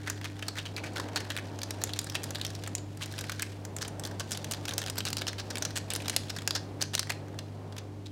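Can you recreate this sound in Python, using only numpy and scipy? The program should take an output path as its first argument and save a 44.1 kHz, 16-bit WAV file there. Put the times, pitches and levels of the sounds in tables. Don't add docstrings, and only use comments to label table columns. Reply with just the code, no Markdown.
import sys
import numpy as np
from scipy import signal
from scipy.fft import rfft, irfft
from scipy.io import wavfile
from scipy.ndimage import uniform_filter1d

SR = 44100
rng = np.random.default_rng(int(sys.argv[2]) if len(sys.argv) > 2 else 0)


def inscribe(sig):
    pcm = np.round(np.clip(np.atleast_2d(sig).T, -1, 1) * 32767)
    wavfile.write(sys.argv[1], SR, pcm.astype(np.int16))


def ratio(d):
    e = np.asarray(d, float) / 20
    return 10 ** e


N = 357651
T = np.arange(N) / SR
TOP_HZ = 15900


def resonance(f, hz, width):
    return 1j * f * width / (hz ** 2 - f ** 2 + 1j * f * width + 1e-9)


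def curve(points):
    return ratio(np.interp(T, *np.transpose(points)))


def walk(rate):
    hold = int(SR / rate)
    steps = np.repeat(rng.standard_normal(N // hold + 1), hold)
    return 1.56 * uniform_filter1d(uniform_filter1d(steps, hold), hold)[:N]


# (pitch [Hz], rms level at the start [dB], change [dB per s])
MAINS_TONES = [(99.97, -42, -.1), (299.9, -50.5, -.8)]


def mains_hum():
    tones = 0
    for hz, db, change in MAINS_TONES:
        tones = tones + ratio(db + change * T) * np.sin(2 * np.pi * (hz * T + rng.random()))
    return np.sqrt(2) * tones


# (multiple of the turn rate, rms level before swing and swell [dB])
SHAFT_TONES = [(8, -55), (12, -60), (14, -61), (16, -61), (20, -63), (22, -64)]
# (time [s], level [dB])
SHAFT_SWELL = [(0, -2), (8.1, 2)]


def shaft_tones():
    turns_per_s = 18.64 * (1 + 0.00139 * walk(1.972))
    turns = np.cumsum(turns_per_s) / SR
    tones = 0
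    for multiple, db in SHAFT_TONES:
        swing_db = 1.9 * walk(2.355)
        tones = tones + ratio(db + swing_db) * np.sin(2 * np.pi * (multiple * turns + rng.random()))
    return np.sqrt(2) * tones * curve(SHAFT_SWELL)


# (frequency [Hz], relative density [dB per Hz])
AIR_SHAPE = [(18, -69), (30, -24.5), (70, -11.5), (81, -17), (103, -6.5), (124, -12), (153, -9),
             (319, -12.5), (600, -15), (889, -19.5), (1130, -25.5), (1500, -30), (3500, -37), (16000, -49)]
# (centre [Hz], width [Hz], spread [dB], changes [per s])
AIR_FLICKER = (750, 1700, 2.03, 7)
# (time [s], level [dB])
AIR_SWELL = [(0, -1), (3.5, 0), (4.8, 1), (6.6, 0.7), (7.6, -1.4)]


def air():
    shape_hz, shape_db = np.transpose(AIR_SHAPE)
    f = np.fft.rfftfreq(N, 1 / SR) + 1
    gain = ratio(np.interp(np.log(f), np.log(shape_hz), shape_db))
    noise = irfft(rfft(rng.standard_normal(N)) * gain, N)
    hz, width, spread_db, rate = AIR_FLICKER
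    middle = irfft(rfft(noise) * resonance(f, hz, width), N)
    noise = noise + middle * (ratio(spread_db * walk(rate)) - 1)
    noise = noise * ratio(-45) / np.sqrt(np.mean(noise ** 2))
    return noise * ratio(0.4 * walk(0.85)) * curve(AIR_SWELL)


# (centre [Hz], t60 [s], relative level [dB])
WALL_BANDS = [(1500, 0.39, 2), (4000, 0.3, 1), (7550, 0.32, -5), (13000, .1, -8)]


def kitchen(foil):
    t = T[:SR // 2]
    f = np.fft.rfftfreq(len(t), 1 / SR)
    tail = 0
    for hz, t60, db in WALL_BANDS:
        spectrum = rfft(rng.standard_normal(len(t))) * resonance(f, hz, 1.06 * hz) ** 2
        tail = tail + irfft(spectrum) * ratio(db - 60 * t / t60)
    tail = tail * (1 - np.exp(-t / 0.0073))
    tail = tail * ratio(-16.5) / np.sqrt(np.sum(tail ** 2))
    return signal.fftconvolve(foil, tail)[:N]


# (low edge [Hz], high edge [Hz])
POT_BAND = (434, 1200)
# (time [s], level [dB])
POT_ANSWER = [(0, -2.5), (4.0, -14), (4.6, 2), (6.5, -0.5)]


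def pot(foil):
    band = signal.butter(1, POT_BAND, "band", fs=SR, output="sos")
    return signal.sosfilt(band, foil) * curve(POT_ANSWER)


# (time [s], base level of the crackles [dB], base share of the air pocket in each crease [dB])
HANDLING = [(0, -50.5, 3.5), (.83, -53.5, -6.5), (1.22, -47, 7), (1.45, -53.5, -0.5), (1.99, -51, -6.5),
            (2.66, -50, -3), (2.82, -67, -12), (3.15, -47, -7.5), (3.5, -51, -2), (3.75, -75, -5),
            (4.09, -61, -3.5), (4.3, -51, -11), (4.97, -54.5, -6.5), (5.38, -63, -5.5), (5.6, -48.5, -5.5),
            (5.87, -56.5, -11), (6.08, -44.5, -9), (6.46, -54, -1.5), (6.84, -71, -1.5), (7.05, -65, -6),
            (7.36, -63, -2.5), (8.11, -69, -32)]


def handling(s, column):
    return np.interp(s, *np.transpose(HANDLING)[[0, column]])


# (centre [Hz], width [Hz], level added to its share [dB])
AIR_POCKET = (1710, 555, 5.74)
# (centre [Hz], width [Hz], level [dB])
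FACES = [(783, 1400, -7.5), (3700, 8300, -2.5)]
# (centre [Hz], width [Hz], level for a middling snap [dB], t60 [s])
CRACK = (9000, 12000, -9, 0.036)
MIDDLING_DB, MIDDLING_HZ = -28, 4000


def foil_body(f, hz, pocket_db):
    facet = resonance(f, hz, 0.31 * hz) ** 2
    faces = sum(ratio(db) * resonance(f, face_hz, width) ** 2 for face_hz, width, db in FACES)
    patch_hz = np.minimum(hz * 2 ** (0.44 * rng.standard_normal((len(hz), 4))), TOP_HZ)
    patches = sum(resonance(f, p[:, None], 0.14 * p[:, None]) for p in patch_hz.T)
    pocket_hz, pocket_width, pocket_gain_db = AIR_POCKET
    pocket = ratio(pocket_db + pocket_gain_db) * resonance(f, pocket_hz, pocket_width)
    return facet + faces + ratio(-0.5) * patches + pocket


def buckle(s, db, hz, pocket_db, t60, size, edge_db=CRACK[2]):
    t, f = np.arange(size) / SR, np.fft.rfftfreq(size, 1 / SR)
    db, hz, pocket_db = db[:, None], hz[:, None], pocket_db[:, None]
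    t60 = np.clip(t60, .003, .2)[:, None]

    quick = np.minimum(0.037 / t60, 1) ** 2
    onset = 1 - quick * np.exp(-t / .0001) - (1 - quick) * np.exp(-t / (0.034 * t60))
    fade = onset * ratio(-60 * t / t60) * np.cos(np.pi / 2 * t / t[-1])

    slip_samples = 32
    ragged_db = 4 * (1.42 - 0.56 * quick)
    slips = ratio(ragged_db * rng.standard_normal((len(s), size // slip_samples)))
    slips = np.repeat(slips, slip_samples, axis=1)

    noise = rng.standard_normal((len(s), size))
    noise[:, :1] = 4.5 * ratio(0.67 * np.maximum(db - MIDDLING_DB, 0))
    crack_hz, crack_width, _, crack_t60 = CRACK
    edge_db = edge_db + 7.5 * np.log2(hz / MIDDLING_HZ)
    crack = noise * quick * ratio(edge_db - 60 * t / crack_t60)

    rung = rfft(noise * slips * fade + crack) * foil_body(f, hz, pocket_db)
    rung = rung + rfft(crack) * resonance(f, crack_hz, crack_width)

    high = rung / (1 + (6660 / (f + 1)) ** 4)
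    treble_fade = ratio(-60 * np.sqrt(quick) * t / 0.034)
    rows = irfft(rung - high, size) + irfft(high, size) * treble_fade
    rows = rows * np.minimum((t[-1] - t) / .006, 1) ** 2

    energy_ratio = np.sum(fade ** 2, axis=1) / np.sum(rows ** 2, axis=1)
    rows = rows * ratio(db) * np.sqrt(energy_ratio)[:, None]
    out = np.zeros(N + size)
    start = np.clip((s * SR).astype(int), 0, N - 1)
    np.add.at(out, start[:, None] + np.arange(size), rows)
    return out[:N]


def crackle():
    when, strength, pitch, share, length = rng.random((2000, 5)).T
    s = when * N / SR
    db = handling(s, column=1) - 4 + np.minimum(-3.0 * np.log(1 - strength), 10.5)
    hz = 2200 * 2 ** (1.21 * pitch)
    pocket_db = handling(s, column=2) - 5 + 11 * share
    return buckle(s, db, hz, pocket_db, t60=0.023 + 0.05 * length, size=768, edge_db=-24)


# (time [s], level [dB], facet pitch [Hz], t60 [s], held to 0.2 s at most)
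SNAPS = [(0.0622, -39, 1900, 0.031), (0.072, -28, 2400, 0.084), (.099, -22, 6230, 0.024),
         (0.2135, -35.5, 1800, 0.021), (.2437, -31, 4000, 0.025), (0.25, -30.5, 2460, 0.063),
         (.424, -29.5, 2400, 0.052), (0.4826, -23.5, 4600, 0.03), (.392, -39, 2480, 0.042),
         (.5546, -37.5, 1600, 0.028), (0.565, -33, 2030, .2), (0.582, -29, 2820, 0.094),
         (0.654, -32, 3000, 0.083), (0.7644, -24, 4130, 0.0093), (0.7644, -32.5, 2480, 0.24),
         (0.835, -33, 2230, 0.15), (0.9578, -36, 3900, .02), (0.9612, -30.5, 1550, 0.036),
         (.9686, -31, 3200, 0.054), (0.772, -41, 2380, 0.022), (.86, -37, 2440, 0.11),
         (0.9812, -31.5, 1550, 0.044), (0.9983, -26, 1520, 0.026), (1.085, -39.5, 2500, 0.059),
         (1.159, -21, 3840, 0.066), (1.172, -28, 3620, 0.058), (1.2038, -32, 3000, 0.03),
         (1.3029, -25.5, 3240, 0.041), (1.319, -33, 3600, 0.02), (1.3657, -25.5, 2770, 0.021),
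         (1.3752, -25.5, 3160, 0.013), (1.3846, -30, 2440, 0.029), (1.394, -36, 1630, 0.022),
         (1.589, -33.5, 4970, .022), (1.617, -27, 3300, 0.014), (1.6325, -24.5, 6100, 0.021),
         (1.707, -24.5, 6300, 0.022), (1.8156, -32, 5700, 0.057), (1.838, -15, 6600, 0.015),
         (1.872, -36, 3600, 0.023), (1.8922, -34.5, 3430, 0.065), (1.9348, -23.5, 3900, 0.017),
         (1.9903, -17, 6900, 0.016), (1.96, -37, 3450, 0.072), (2.015, -36, 6810, 0.021),
         (2.0435, -29.5, 9300, 0.015), (2.0984, -26.5, 5200, 0.015), (2.1215, -37, 3450, .023),
         (2.146, -34, 4500, 0.046), (2.1521, -21.5, 3700, 0.049), (2.2335, -29.5, 7440, 0.018),
         (2.2399, -24, 7160, 0.017), (2.3064, -27, 6600, 0.017), (2.3468, -31, 3680, 0.091),
         (2.356, -27.5, 3600, 0.022), (2.3843, -37, 7900, 0.018), (2.397, -38, 3040, .02),
         (2.414, -23.5, 3920, 0.02), (2.4493, -23.5, 4250, 0.022), (2.4655, -26, 4740, 0.014),
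         (2.069, -35, 4820, .026), (2.478, -40, 4300, 0.023), (2.503, -33.5, 4040, 0.016),
         (2.5508, -31.5, 4560, 0.016), (2.637, -33, 3600, 0.033), (2.6638, -36, 3270, 0.022),
         (2.6748, -29.5, 6850, 0.027), (2.7517, -20.5, 6700, 0.023), (2.781, -36, 3730, 0.035),
         (2.9728, -40, 5700, 0.024), (3.003, -37, 1600, 0.18), (3.017, -30.5, 3050, 0.22),
         (3.0259, -33, 2960, 0.019), (3.0335, -32, 6630, 0.02), (3.059, -34, 7060, .025),
         (3.1236, -37, 8400, 0.022), (3.138, -37, 3410, 0.027), (3.1806, -31.5, 2860, 0.023),
         (3.1886, -29, 6150, 0.05), (3.2102, -29, 6360, .03), (3.2402, -35.5, 2190, 0.046),
         (3.296, -26.5, 2200, 0.041), (3.3187, -29.5, 4970, 0.04), (3.393, -28.5, 2100, 0.065),
         (3.4217, -21.5, 7260, 0.028), (3.427, -26, 2180, 0.027), (3.651, -30, 6350, 0.015),
         (3.7652, -29, 7200, 0.037), (3.7855, -33, 4870, .02), (3.8079, -32, 5600, 0.13),
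         (3.8191, -27, 5630, 0.066), (3.849, -33.5, 3360, 0.053), (3.879, -32.5, 6300, 0.039),
         (3.9964, -29, 7800, 0.018), (4.0372, -31, 6000, 0.025), (4.051, -27, 6100, 0.023),
         (4.063, -35, 7450, .02), (4.0724, -34, 5370, 0.024), (4.112, -38.5, 4740, 0.03),
         (4.1963, -28.5, 5400, 0.082), (4.203, -28.5, 1090, 0.032), (4.308, -32, 5650, 0.052),
         (4.3181, -19, 5800, 0.01), (4.323, -28.5, 5600, .022), (4.328, -30, 5460, 0.059),
         (4.3476, -33.5, 3360, 0.07), (4.3738, -24, 3950, 0.0094), (4.4441, -29, 5540, .028),
         (4.512, -22.5, 6200, 0.018), (4.5198, -23.5, 6440, 0.021), (4.536, -24, 4140, 0.012),
         (4.546, -32, 3450, 0.014), (4.654, -27.5, 5630, 0.019), (4.6785, -35, 3200, 0.017),
         (4.6822, -25.5, 3130, 0.02), (4.6918, -28, 5800, 0.045), (4.709, -29.5, 3310, 0.023),
         (4.7213, -36, 1500, 0.023), (4.7365, -26.5, 5800, 0.017), (4.7809, -14.5, 8200, 0.011),
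         (4.7848, -31.5, 5530, 0.11), (4.817, -27.5, 3270, 0.022), (4.8284, -35, 3030, .02),
         (4.8388, -32, 3180, 0.021), (4.8622, -26.5, 3670, 0.016), (4.8729, -31, 3810, .017),
         (4.8816, -33, 3860, 0.037), (4.8989, -24, 6100, 0.021), (4.957, -39, 5700, 0.033),
         (4.968, -37, 3190, 0.061), (4.9807, -22.5, 5500, 0.06), (5.005, -25.5, 3030, 0.022),
         (5.0525, -24, 4550, 0.023), (5.057, -27.5, 3700, 0.18), (5.0847, -29, 5800, 0.027),
         (5.1032, -27, 6300, 0.014), (5.1299, -20, 4530, 0.013), (5.169, -21.5, 4700, 0.017),
         (5.1814, -29.5, 4860, 0.071), (5.2125, -33, 4050, .025), (5.218, -27.5, 3000, 0.045),
         (5.2685, -25, 2960, 0.016), (5.2762, -26, 5300, 0.076), (5.2813, -28.5, 3800, 0.085),
         (5.3306, -31, 2010, 0.013), (5.381, -32, 3770, 0.16), (5.3966, -32.5, 5370, 0.068),
         (5.5029, -29, 5550, 0.062), (5.5555, -25, 2500, 0.017), (5.571, -29, 2590, 0.021),
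         (5.5822, -26.5, 7700, 0.018), (5.6226, -23, 5800, 0.045), (5.651, -23, 5470, 0.038),
         (5.706, -36.5, 3700, 0.021), (5.7569, -26.5, 4400, 0.1), (5.7675, -27, 4250, 0.014),
         (5.774, -26, 5500, 0.033), (5.7831, -28.5, 5460, 0.018), (5.9036, -23, 5800, 0.023),
         (5.91, -32.5, 2750, 0.095), (5.921, -33, 2690, 0.019), (5.9358, -22.5, 9400, .023),
         (5.951, -24.5, 6180, 0.019), (5.961, -23, 9200, 0.024), (6.0023, -36, 2580, .025),
         (6.0205, -36, 3800, .025), (6.0573, -33.5, 3760, .036), (6.0817, -20.5, 4600, 0.017),
         (6.0972, -19.5, 6540, 0.022), (6.164, -13.5, 6800, 0.025), (6.2958, -33, 3950, 0.068),
         (6.3013, -27.5, 5070, 0.034), (6.3631, -31.5, 4800, 0.063), (6.3862, -31.5, 3420, 0.033),
         (6.4196, -34.5, 3450, 0.017), (6.4759, -15.5, 5300, 0.018), (6.508, -19, 3930, 0.02),
         (6.549, -22, 4950, 0.11), (6.8012, -43, 1640, 0.018), (6.8091, -32, 4750, 0.042),
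         (6.816, -18, 4600, 0.012), (6.8238, -16.5, 5800, 0.017), (6.8372, -31.5, 3000, 0.019),
         (6.9349, -31.5, 4000, 0.048), (6.9407, -26.5, 3040, 0.029), (6.9515, -12.5, 5900, 0.01),
         (6.9784, -25, 3860, 0.019), (6.9941, -16.5, 4740, 0.021), (7.0297, -30, 4030, 0.02),
         (7.0709, -37, 1800, 0.017), (7.095, -29.5, 3370, 0.048), (7.1023, -20.5, 3620, 0.025),
         (7.1102, -43, 3400, 0.013), (7.12, -29, 3250, 0.015), (7.283, -44, 6000, .012),
         (7.344, -44, 5000, .012), (7.3887, -30.5, 4000, 0.029), (7.724, -43.5, 3430, 0.043),
         (7.7659, -38, 2730, 0.022), (7.78, -34, 3500, 0.063), (8.057, -40.5, 3420, 0.11)]


def snaps():
    s, db, hz, t60 = np.transpose(SNAPS)
    hardness_db = -0.87 * (db - MIDDLING_DB)
    pitch_db = 3 * np.log2(hz / MIDDLING_HZ)
    scatter_db = 2.5 * rng.standard_normal(len(s))
    pocket_db = handling(s, column=2) + hardness_db + pitch_db + scatter_db
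    return buckle(s, db, hz, pocket_db, t60, size=2048)


def scene():
    foil = crackle() + snaps()
    fan = mains_hum() + shaft_tones() + air()
    return (fan + kitchen(foil) + pot(foil) + foil)[None]


def band_limit(x):
    return signal.sosfilt(signal.butter(12, 16990, fs=SR, output="sos"), x)


def record(dry):
    dull = signal.sosfilt(signal.butter(1, 11000, fs=SR, output="sos"), dry)
    mix = signal.sosfilt(signal.cheby1(6, .5, TOP_HZ, fs=SR, output="sos"), dull)
    return band_limit(mix)


dry = scene()
out = record(dry)
inscribe(out)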